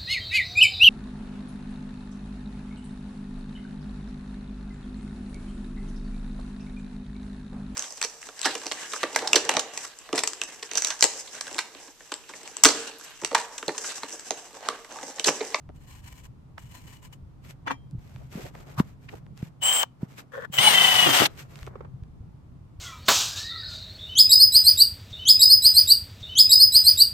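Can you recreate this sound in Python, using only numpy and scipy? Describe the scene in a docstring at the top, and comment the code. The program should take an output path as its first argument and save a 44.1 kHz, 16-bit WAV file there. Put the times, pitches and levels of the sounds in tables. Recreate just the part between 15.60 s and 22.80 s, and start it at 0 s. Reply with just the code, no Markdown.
"""A marker is heard first, scratching through a steel template on an aluminium profile; the template clatters off.
Gloves handle a tube of wax and pop its cap; a drill spins in the wax, is set on the metal and bores a hole.
A few small ticks follow as something is pushed into the wax, and the workshop hums underneath.
Friction is made of random micro-slips through spectra or resonances, the drill's whine of tones tied
to motor speed, the clatter of decaying metal modes, knocks of short low cycles and snaps of dispersed clicks."""
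import sys
import numpy as np
from scipy import signal
from scipy.fft import rfft, irfft
from scipy.io import wavfile

SR = 44100
rng = np.random.default_rng(int(sys.argv[2]) if len(sys.argv) > 2 else 0)


def persist_wave(psi):
    """Save psi, clipped to +-1, as 16-bit WAV."""
    counts = np.round(np.clip(psi, -1, 1) * 32767).astype(np.int16)
    wavfile.write(sys.argv[1], SR, np.atleast_2d(counts).T)


N = 317520
TIME = np.arange(N) / SR
FREQS = np.maximum(np.fft.rfftfreq(N, 1 / SR), 1)

SWITCH_HZ = 7930  # switching rate of the drill's speed controller
CARRIER_RATIO, CHUCK_RATIO = 4, 13.5  # motor turns per turn of the first planet carrier and of the chuck
JERK_S = 0.0051
SHOP_T60_S = .18
CUTOFF_HZ = 15900

# Drill running free, spinning up slowly before the bit bites, boring: t/s, motor speed/(turns per s), gear tone
# level/dB, rasp level/dB
FREE_RUN = [(4.02, 374, -56, -39), (4.03, 368, -39, -31), (4.062, 376, -48, -26.5), (4.095, 393, -29, -27),
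            (4.15, 390, -46, -25.5), (4.21, 390, -35.5, -26.5), (4.235, 380, -53, -28.5)]
SPIN_UP_RUN = [(4.925, 134, -55, -42), (4.94, 174, -50.5, -31), (4.985, 130, -55.5, -31.5)]
BORING_RUN = [(4.979, 290.9, -46.5, -36.5), (4.986, 372.3, -34, -24), (5.04, 425.1, -39, -20),
              (5.075, 428.6, -28, -20.5), (5.11, 407.6, -37.5, -19.5), (5.15, 386.6, -34, -21),
              (5.35, 373.7, -39, -21.5), (5.455, 361, -32, -22), (5.5, 333.7, -40, -23),
              (5.57, 348.8, -46, -18), (5.665, 282, -55, -23.5)]
# Gear tones free and under load: multiple of motor speed, level/dB, wobble/(share of f)
GEAR_FREE = [(7.5, -21.5, .012), (7.75, -24, .01), (8, -3.5, 0.0033)]
GEAR_LOADED = [(.5, -9, .008), (2, -2, 0.00051), (5.25, -2, .022), (5.5, -12.5, .014), (7, -2.5, 0.0049),
               (8, -4, .003), (9.25, -2.5, .014), (10, -8.5, 0.0147)]
# Controller tones: multiple of switching rate, offset/(multiple of motor speed), level/dB
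SING_FREE = [(1, -1, -30), (1, 0, -34.5), (1, .5, -46.5), (1, 1, -34), (1, 2, -56.5), (2, -1, -42.5)]
SING_LOADED = [(1, 2, -51.5), (2, -2, -43.5)]
# Housing resonances: f/Hz, half width/Hz, level of the added tone/dB
HOUSING = [(874, 31, 0), (1985, 70, 8), (3006, 110, 19), (8774, 69, 20.5)]
# Direction of the drill: f/Hz, left-right level/dB
DRILL_PAN = [(150, -1.5), (380, 2.5), (700, 6.5), (1290, 3.5), (2400, 3), (4400, 9.5), (8100, 0),
             (15000, 0.5)]
# The bit grabs as it breaks through: t/s, length/s, level/dB
GRABS = [(5.463, .047, -22), (5.605, 0.021, -20.5)]
# Skids of the bit, and one groan on the way: t/s, length/s, level/dB
SKIDS = [(4.722, 0.075, -41.5), (4.802, .04, -42), (4.847, .008, -37)]
GROAN = (4.768, .022, -34.5)
# Marker strokes: t/s, length/s, level/dB
STROKES = [(.155, 0.029, -64), (.21, 0.044, -61), (.275, 0.13, -54), (.43, 0.11, -55), (.555, 0.063, -54),
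           (.645, 0.017, -51.5), (.99, 0.083, -56), (1.1, 0.12, -54), (1.24, .14, -55.5),
           (1.42, 0.052, -54), (1.525, 0.017, -52)]
# Template drags, and the slide of the cap: t/s, length/s, level/dB
DRAGS = [(2.066, 0.021, -32.5), (2.101, 0.024, -29)]
CAP_SLIDE = (3.186, 0.019, -31)
# Glove rubs: t/s, length/s, hiss level/dB, shuffle level/dB
RUBS = [(1.84, 0.037, -57, -58), (1.9, 0.012, -48, -58), (2.39, 0.28, -63.5, -63), (2.72, 0.17, -49, -50.5),
        (2.945, 0.09, -57, -52.5), (3.07, 0.076, -57, -51), (3.22, 0.11, -62.5, -60.5),
        (3.42, 0.046, -64, -65), (3.495, 0.088, -58, -55), (3.77, 0.11, -57.5, -59.5),
        (4.41, 0.041, -62, -53.5), (4.495, 0.047, -58.5, -61), (4.582, 0.021, -44, -49),
        (5.69, 0.071, -61.5, -56), (5.778, 0.044, -46, -53), (5.83, 0.045, -68, -68), (5.9, .18, -56, -55),
        (6.09, 0.17, -78, -55.5)]
# Creak of the tube: t/s, length/s, level/dB; small jerks of the wax: t/s, level/dB
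CREAK = (5.5, 0.153, -54)
JERKS = [(6.072, -36), (6.156, -39), (6.207, -39), (6.248, -41.5)]
# Contacts of template and profile: t/s, level/dB
CONTACTS = [(2.07, -31), (2.073, -45), (2.08, -22.5), (2.102, -33), (2.108, -22.5), (2.115, -32)]
# Modes of template on profile: f/Hz, level/dB, decay by 60 dB/s
METAL_MODES = [(275, -9, .12), (520, -12, .06), (931, -3, .06), (1109, -3, .075), (1620, -13, .07),
               (1852, -11, .08), (1960, -9, .05), (2353, -13, .1), (2719, -21, .1), (2950, -18, .08),
               (3195, -30, .42), (3445, -13, .07), (4124, -25, .06), (5200, -32, .15), (6230, -23, .1),
               (7000, -21, .05), (13600, -31, .08)]
# Knocks on tube and bench: t/s, peak level/dB, f/Hz, swell/s
KNOCKS = [(1.622, -34.5, 75, 0.0087), (2.326, -31, 146.7, 0.013), (2.348, -25, 127, .007),
          (2.377, -30, 64, 0.0067), (2.549, -34, 118, 0.0081), (2.753, -25.5, 168, 0.0044),
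          (2.773, -31, 210, 0.0053), (2.838, -32, 126, .0065), (3.177, -23, 131, 0.011),
          (3.2, -7, 174.6, 0.0035), (3.827, -20, 139, 0.0038), (4.43, -18, 157, .0034),
          (4.898, -33, 140, .0047), (4.985, -31, 140, .008), (6.018, -30, 64, 0.0069),
          (6.334, -32.5, 127, 0.011), (6.421, -30, 85.5, .0064), (6.6, -33, 69.9, 0.0067),
          (7.185, -32, 76, 0.0076)]
# Ticks and snaps: t/s, peak level/dB, brightness f/Hz
TICKS = [(.091, -41, 1300), (.655, -46, 5000), (0.981, -36.5, 3760), (1.537, -51, 6000), (1.909, -36, 9000),
         (2.083, -33, 3960), (2.311, -46.5, 7000), (2.561, -41, 2460), (2.864, -37, 3000),
         (2.952, -37, 1490), (3.198, -16, 1084), (3.53, -49, 1490), (3.665, -47, 1500), (3.776, -38, 6060),
         (3.827, -42, 1800), (4.231, -13, 4970), (4.583, -46, 3500), (4.849, -47, 2480),
         (5.957, -35.5, 4500), (5.99, -38, 4500), (6.03, -32.5, 3450), (6.066, -35, 3940),
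         (6.436, -52.5, 3000)]
# Short slides and catches of metal and plastic: t/s, level/dB, half length/s, centre f/Hz
SCRAPES = [(0.099, -42, 0.0064, 414), (.982, -35.5, 0.0039, 1070), (2.079, -25.5, 0.0034, 1260),
           (2.109, -30, .011, 1000), (2.619, -51.5, 0.011, 520), (2.794, -42, 0.024, 450),
           (2.857, -41.5, .014, 423), (2.954, -43.5, 0.006, 657), (3.492, -40.5, .005, 1970),
           (3.539, -38.5, .009, 450), (4.235, -24, 0.0053, 910), (4.589, -47.5, 0.012, 1340),
           (4.85, -54, 0.0034, 1610), (4.988, -16, 0.0019, 3000), (5.658, -17.5, 0.0045, 3000)]
# Background: t/s, hum level/dB, deep rumble level/dB
HUM = [(0, -52, -49.5), (1.95, -52, -55), (2.4, -46.5, -54), (2.75, -50, -48), (3.2, -49.5, -53),
       (3.8, -47, -57), (4.15, -55.5, -65.5), (4.7, -53, -67), (5.05, -45.5, -59.5), (5.6, -47.5, -55),
       (6.2, -46.5, -50.5), (7.2, -51.5, -52)]
# Resonances of template, skidded profile, groan and bored profile: f/Hz, width/Hz, level/dB
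SCRATCH_BODY = [(1000, 54, -6), (1825, 150, -9.5), (2305, 53, -6.5), (2950, 110, -0.5), (4140, 190, -6),
                (7200, 1400, -6)]
SKID_BODY = [(1110, 220, 1), (1490, 90, 5.5), (1753, 150, 6), (1850, 83, -3), (3310, 350, -16)]
GROAN_BODY = [(520, 107, 0)]
CUT_BODY = [(903, 190, -7.5), (1990, 160, 0), (3000, 340, 6), (3407, 270, 2.5)]
# Resonances of the tube's wall and of its body: f/Hz, width/Hz, level/dB
TUBE_WALL = [(2715, 300, 0), (3800, 940, -9), (6350, 1600, -19)]
TUBE_BODY = [(450, 180, 8), (1000, 580, 0), (1900, 760, -25)]
# Spectral shapes, gearbox to air: f/Hz, relative level per Hz/dB
GEARBOX = [(120, -65), (200, -30), (273, -31.5), (479, -18.5), (665, -17), (2700, -14.5), (3070, -2.5),
           (3360, -15.5), (4500, -26.5), (7220, -18.5), (7760, -12), (8660, -23), (9310, -42), (9830, -31),
           (15500, -18)]
CUTTING = [(88, -41), (150, -23), (217, -22), (827, -6), (1570, -8.5), (2020, -6.5), (2550, -9.5),
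           (2980, -4), (4060, -13.5), (7560, -16), (9000, -16.5), (9920, -24.5), (13300, -16.5),
           (14300, -29.5), (15500, -31.5)]
GRAB_COLOUR = [(70, -25), (135, 4), (200, -10), (300, 3.5), (450, -4.5), (660, -4), (950, -10),
               (1300, -2.5), (2500, -30)]
MARKER = [(410, -18), (700, -17.5), (1010, -8), (1300, -21), (1650, -14.5), (2990, -14.5), (3820, -22.5),
          (8760, -19), (10500, -38.5), (12400, -19.5), (15500, -34)]
GLOVE = [(1200, 1.5), (2300, 4), (4000, -3), (8000, -5), (10000, -16), (13000, -4.5), (15500, -24)]
SHUFFLE = [(200, 1.5), (380, 5.5), (700, 2.5), (1300, -2.5), (2200, -12), (4000, -57)]
DRAG_COLOUR = [(130, -37), (220, -10), (514, -17), (953, 0), (1480, -18), (1870, -13), (3590, -23),
               (3850, -28), (10500, -42), (13000, -40), (15000, -73)]
CAP_COLOUR = [(240, -43), (400, -20), (1120, -0.5), (1970, -18.5), (8820, -28.5), (10300, -39),
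              (13300, -22), (15000, -47)]
RUMBLE = [(90, -8.5), (125, 3), (145, 1), (165, -3.5), (200, -9.5), (240, -17), (290, -21.5), (450, -24.5)]
DEEP = [(20, -4.5), (40, -4), (65, 1.5), (90, 0.5)]
AIR = [(150, -28), (250, -3), (405, -18), (534, -18.5), (913, -18), (1220, -21.5), (1640, -29.5),
       (7900, -43), (14200, -48.5), (15500, -66)]
# Likeness of left and right: f/Hz, correlation
LIKENESS = [(30, 1), (130, .8), (280, 0.35), (600, 0), (2000, 0.019), (12000, 0)]


def drilling():
    """Load: a free spin in the wax, a slow spin-up, then a cut whose chips ring the profile and whose edge
    grabs."""
    free = drill(FREE_RUN, GEAR_FREE, SING_FREE, GEARBOX, sing_db=1.5, jitter=.0025,
                 flutter_db=2.0, throb=.15, chuck_db=1.5)
    buzz = carrier(FREE_RUN, db=-9.5, centre_hz=880, octaves=.9, jitter=.003)
    spin_up = drill(SPIN_UP_RUN, GEAR_FREE, SING_FREE, GEARBOX, sing_db=-17.5, jitter=.02,
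                  flutter_db=2.0, throb=.3, chuck_db=1.5)
    loaded = drill(BORING_RUN, GEAR_LOADED, SING_LOADED, CUTTING, sing_db=2.5, jitter=.0025,
                   flutter_db=2.5, throb=.3, chuck_db=3.5)
    breaks = grains(5000, spread_db=1.8)
    chips = from_db(-12) * level(BORING_RUN, column=3) * resonate(breaks, CUT_BODY)
    grip = strokes(GRABS, attack_s=.0052, release_s=.022, arch_db=2.0)
    grab = grip * colour(grains(900, spread_db=1.3), GRAB_COLOUR)
    total = free + buzz + spin_up + loaded + chips + grab
    return irfft(pan(rfft(total), over_hz(DRILL_PAN)), N)


def drill(run, gears, sing, spectrum, sing_db, jitter, flutter_db, throb, chuck_db):
    """Gear mesh: teeth whine at multiples of motor speed, swelling per chuck turn; controller tones and rasp join."""
    start, end = run[0][0], run[-1][0]
    speed = curve(run, column=1)
    uneven = speed * (1 + jitter * drift(70))
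    angle = 2 * np.pi * np.cumsum(uneven * (TIME > start)) / SR
    whine = 0
    for order, db, wobble in gears:
        flutter = from_db(db + flutter_db * drift(35))
        whine = whine + flutter * housing(order * uneven * (1 + wobble * drift(90)))
    swell = from_db(chuck_db * np.cos(angle / CHUCK_RATIO))
    song = 0
    for multiple, offset, db in sing:
        song = song + from_db(db) * housing(multiple * SWITCH_HZ + offset * speed)
    running = level([(start + .015, 0), (end - .015, 0)])
    song_level = from_db(sing_db + 2.3 * drift(27)) * running
    # The rasp throbs once per motor turn
    rasp = colour(grains(14000, spread_db=.4) * (1 + throb * np.sin(angle)), spectrum)
    rasp = rasp * from_db(.867 * drift(50))
    return whine * swell * level(run, column=2) + song_level * song + rasp * level(run, column=3)


def housing(hz):
    """Resonant radiation: the drill's housing lifts a tone that passes its resonances."""
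    lift = 1
    for centre, half_width, db in HOUSING:
        lift = lift + from_db(db) / (1 + ((hz - centre) / half_width) ** 2)
    return tone(hz) * lift


def carrier(run, db, centre_hz, octaves, jitter):
    """Periodic vibration: the unloaded planet carrier buzzes in harmonics, strongest around one pitch."""
    rate = curve(run, column=1) / CARRIER_RATIO * (1 + jitter * drift(50))
    multiples = np.arange(4, 13)
    distance = np.log2(multiples * run[-1][1] / CARRIER_RATIO / centre_hz)  # in octaves
    weights = np.exp(-(distance / octaves) ** 2)
    stack = sum(weight * tone(multiple * rate) for multiple, weight in zip(multiples, weights))
    return from_db(db) * level(run, column=3) * rms_one(stack)


def skid():
    """Stick-slip: the tip of the bit jerks over the profile and excites its resonances, with a low groan."""
    slips = grains(700, spread_db=1.5)
    pressure = strokes(SKIDS, attack_s=.0027, release_s=.0042, arch_db=4)
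    scrape = resonate(slips, SKID_BODY) + from_db(-16) * colour(grains(5000, spread_db=1.1), GLOVE)
    groan = from_db(-4.5) * pressure + strokes([GROAN], attack_s=.005, release_s=.007, arch_db=3)
    return pan(pressure * scrape + groan * resonate(slips, GROAN_BODY), db=4.5)


def marker():
    """Friction excitation: grains at the moving tip ring one mode of the template, then another."""
    tip = grains(5000, spread_db=.53)
    ringing = 0
    for mode in SCRATCH_BODY:
        ringing = ringing + from_db(mode[2] + 3.4 * drift(11)) * resonate(tip, [mode])
    writing = strokes(STROKES, attack_s=.0086, release_s=.0096, arch_db=5) * from_db(3.0 * drift(30))
    return pan(writing * (colour(tip, MARKER) + from_db(-8.5) * rms_one(ringing)), db=3.0)


def clatter():
    """Modal impact: each contact strikes all modes of the metal with strengths of its own."""
    out, t = np.zeros((2, N)), TIME[:SR // 2]
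    hz, mode_db, t60 = np.transpose(METAL_MODES)[:, :, None]
    rings = from_db(mode_db - 60 * t / t60) * np.sin(2 * np.pi * hz * t)
    shape = (2, len(METAL_MODES))
    for s, db in CONTACTS:
        strengths = rng.uniform(.5, 1, shape) * rng.choice([-1, 1], shape)
        add(out, s, from_db(db) * strengths @ rings)
    return pan(out, db=4.0)


def template_drag():
    """Sliding friction: the template drags over the profile between its contacts."""
    motion = strokes(DRAGS, attack_s=.0037, release_s=.013, arch_db=8.5)
    return pan(motion * colour(grains(3000, spread_db=1.4), DRAG_COLOUR), db=1.5)


def cap_slide():
    """Sliding friction: micro-slips sound as the cap works its way off the tube."""
    motion = strokes([CAP_SLIDE], attack_s=.0075, release_s=.0076)
    return pan(motion * colour(grains(5000, spread_db=.86), CAP_COLOUR), db=1.5)


def gloves():
    """Distributed friction: fine grains hiss and sparser ones shuffle as gloves rub metal and tube."""
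    hiss = strokes(RUBS, attack_s=.011, release_s=.011, arch_db=4, column=2)
    hiss = hiss * colour(grains(6000, spread_db=1.0), GLOVE) * from_db(1.1 * drift(40))
    shuffle = strokes(RUBS, attack_s=.0052, release_s=.035, arch_db=3.5, column=3)
    shuffle = shuffle * colour(grains(3800, spread_db=1.9), SHUFFLE) * from_db(.97 * drift(39))
    return pan(hiss + shuffle, db=.5)


def wax():
    """Wall and body resonance: pressure on the wax makes the tube creak; each jerk is a dull tap."""
    creak = strokes([CREAK], attack_s=.008, release_s=.0065)
    creak = creak * resonate(grains(1500, spread_db=1.3), TUBE_WALL)
    jerks = strokes([(s, JERK_S, db) for s, db in JERKS], attack_s=.00066, release_s=.0032)
    return creak + jerks * resonate(grains(6000, spread_db=.4), TUBE_BODY)


def scrapes(spread=1.455):
    """Transient friction: noise bands swell and die as the marker lands, the cap is set down or the bit catches."""
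    out, t = np.zeros((2, N)), TIME[:SR // 8] - 1 / 16
    for s, db, half_s, hz in SCRAPES:
        band = signal.butter(2, [hz / spread, hz * spread], "band", fs=SR, output="sos")
        friction = rms_one(signal.sosfilt(band, rng.standard_normal((2, len(t)))))
        add(out, s + t[0], from_db(db) * friction * np.exp(-(t / half_s) ** 2))
    return pan(out, db=-.5)


def knocks():
    """Hollow impact: the highs arrive first, then a few low cycles swell and die."""
    out, t = np.zeros((2, N)), TIME[:SR // 5]
    sweep, sweep_s = 2.4, .0012  # pitch starts at (1 + sweep) times its final value
    for s, db, hz, swell_s in KNOCKS:
        turns = hz * (t + sweep * sweep_s * (1 - np.exp(-t / sweep_s)))
        envelope = (t / swell_s * np.exp(1 - t / swell_s)) ** 2
        add(out, s, from_db(db) * envelope * np.sin(2 * np.pi * turns))
    return out


def ticks(bend_hz=700, crack_db=-17, crack_s=.001, tail_db=-36, tail_s=.0081, order=10):
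    """Dispersion: bending waves in a thin wall bring a snap's highs first, then a short crackle dies away."""
    out, t = np.zeros((2, N)), TIME[:SR // 10]
    pole = np.exp(-2 * np.pi * bend_hz / SR)
    dispersion = np.tile([-pole, 1, 0, 1, -pole, 0], (order, 1))  # all-pass chain that delays the lows
    for s, db, hz in TICKS:
        decay = from_db(crack_db) * np.exp(-t / crack_s) + from_db(tail_db) * np.exp(-t / tail_s)
        crackle = rng.standard_normal((2, len(t))) * decay
        snap = signal.sosfilt(dispersion, (t == 0) + crackle)
        snap = signal.sosfilt(signal.butter(2, hz, fs=SR, output="sos"), snap)
        snap = signal.sosfilt(signal.butter(1, hz / 4, "high", fs=SR, output="sos"), snap)
        add(out, s, from_db(db) * snap / np.abs(snap).max())
    return out


def workshop(x, wall_hz=4500):
    """Diffuse reverberation: decaying reflections, dulled by the walls, different on each side."""
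    t = TIME[:SR // 2]
    tail = rng.standard_normal((2, len(t))) * from_db(-60 * t / SHOP_T60_S) * (t > .006)
    tail = signal.sosfilt(signal.butter(1, wall_hz, fs=SR, output="sos"), tail)
    return signal.fftconvolve(x, rms_one(tail) / np.sqrt(len(t)), axes=1)[:, :N]


def background():
    """Superposition: a wavering hum lies over lumpy deep rumble and faint air."""
    drone = colour(rng.standard_normal((2, N)), RUMBLE) * from_db(2 * drift(13))
    hum = tone(131 * (1 + .04 * drift(29))) * from_db(2.7 * drift(5))
    deep = colour(rng.standard_normal((2, N)), DEEP) * from_db(1.7 * drift(10))
    air = from_db(-61) * colour(rng.standard_normal((2, N)), AIR)
    return level(HUM, column=1) * (drone + from_db(-8.0) * hum) + level(HUM, column=2) * deep + air


def grains(per_s, spread_db):
    """Random micro-slips: grains of uneven size, both sides sharing the moments."""
    born = rng.random(N) < per_s / SR
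    size = from_db(spread_db * np.minimum(rng.exponential(1, N), 4))
    return rms_one(born * size * rng.standard_normal((2, N)))


def strokes(rows, attack_s, release_s, arch_db=0, column=2):
    """Gesture envelope: each row sets in, arches to its level half way by arch_db, and dies out."""
    out = 0
    for row in rows:
        since, length = TIME - row[0], row[1]
        arch = (2 * np.clip(since / length, 0, 1) - 1) ** 2
        outside = np.maximum(-since, 0) / attack_s + np.maximum(since - length, 0) / release_s
        out = out + from_db(row[column] - arch_db * arch) * np.exp(-np.minimum(outside, 20))
    return out


def resonate(x, body):
    """Modal filtering: parallel resonances with steep skirts, summed to unit power."""
    out = 0
    for hz, width, db in body:
        band = signal.butter(2, [hz - width / 2, hz + width / 2], "band", fs=SR, output="sos")
        out = out + from_db(db) * signal.sosfilt(band, x + 1e-18)
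    return rms_one(out)


def colour(x, spectrum):
    """Spectral shaping and coherence: two unrelated signals get one spectrum and grow alike in the bass."""
    alike = over_hz(LIKENESS)
    beyond = np.minimum(FREQS / spectrum[0][0], 1) * np.minimum(spectrum[-1][0] / FREQS, 1)
    mid, side = rfft(x) * from_db(over_hz(spectrum)) * beyond ** 3
    both = np.sqrt(1 + alike) * mid + np.sqrt(1 - alike) * side * [[1], [-1]]
    return rms_one(irfft(both, N))


def tone(hz):
    """Phase accumulation: a sine of unit power, a quarter turn apart on the two sides."""
    turn = 2 * np.pi * np.cumsum(hz) / SR + rng.uniform(0, 2 * np.pi)
    return np.sqrt(2) * np.sin([turn, turn + np.pi / 2])


def drift(rate):
    """Low-passed noise: slow chance of unit power, with amplitude halved at rate in Hz."""
    return rms_one(irfft(rfft(rng.standard_normal(N)) / (1 + (FREQS / rate) ** 2), N))


def curve(rows, column=1):
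    """Linear interpolation: one column of a table, joined by straight lines in time."""
    rows = np.array(rows)
    return np.interp(TIME, rows[:, 0], rows[:, column])


def level(rows, column=1, fade_s=.0036):
    """Exponential decay: gain of a dB column, dying quickly outside its span."""
    outside = np.maximum(rows[0][0] - TIME, 0) + np.maximum(TIME - rows[-1][0], 0)
    return from_db(curve(rows, column)) * np.exp(-np.minimum(outside / fade_s, 20))


def over_hz(points):
    """Logarithmic pitch: a short spectrum joined on a log-frequency axis."""
    hz, value = np.transpose(points)
    return np.interp(np.log(FREQS), np.log(hz), value)


def pan(x, db):
    """Level difference: lean to the left by db."""
    return x * from_db(np.array([db, -db]).reshape(2, -1) / 2)


def add(out, s, sound):
    """Superposition: mix a sound in at time s."""
    start = int(s * SR)
    out[:, start:start + sound.shape[-1]] += sound[..., :N - start]


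def from_db(db):
    """Logarithmic level: decibels to amplitude gain."""
    return 10 ** (np.asarray(db) / 20)


def rms_one(x):
    """Mean-square normalisation: scale to unit power."""
    return x / np.sqrt(np.mean(x ** 2) + 1e-20)


def scene():
    """Direct and reflected sound: close work on the bench, a little room, and the hum."""
    work = drilling() + skid() + marker() + clatter() + template_drag() + cap_slide()
    work = work + gloves() + wax() + scrapes() + knocks() + ticks()
    return work + from_db(-35) * workshop(work) + background()


def record(dry):
    """Limited range: peaks are clipped under full scale, then the top of the spectrum is cut."""
    low_pass = signal.ellip(12, .1, 80, CUTOFF_HZ, fs=SR, output="sos")
    return signal.sosfilt(low_pass, np.clip(dry, -.92, .92))


dry = scene()
out = record(dry)
persist_wave(out)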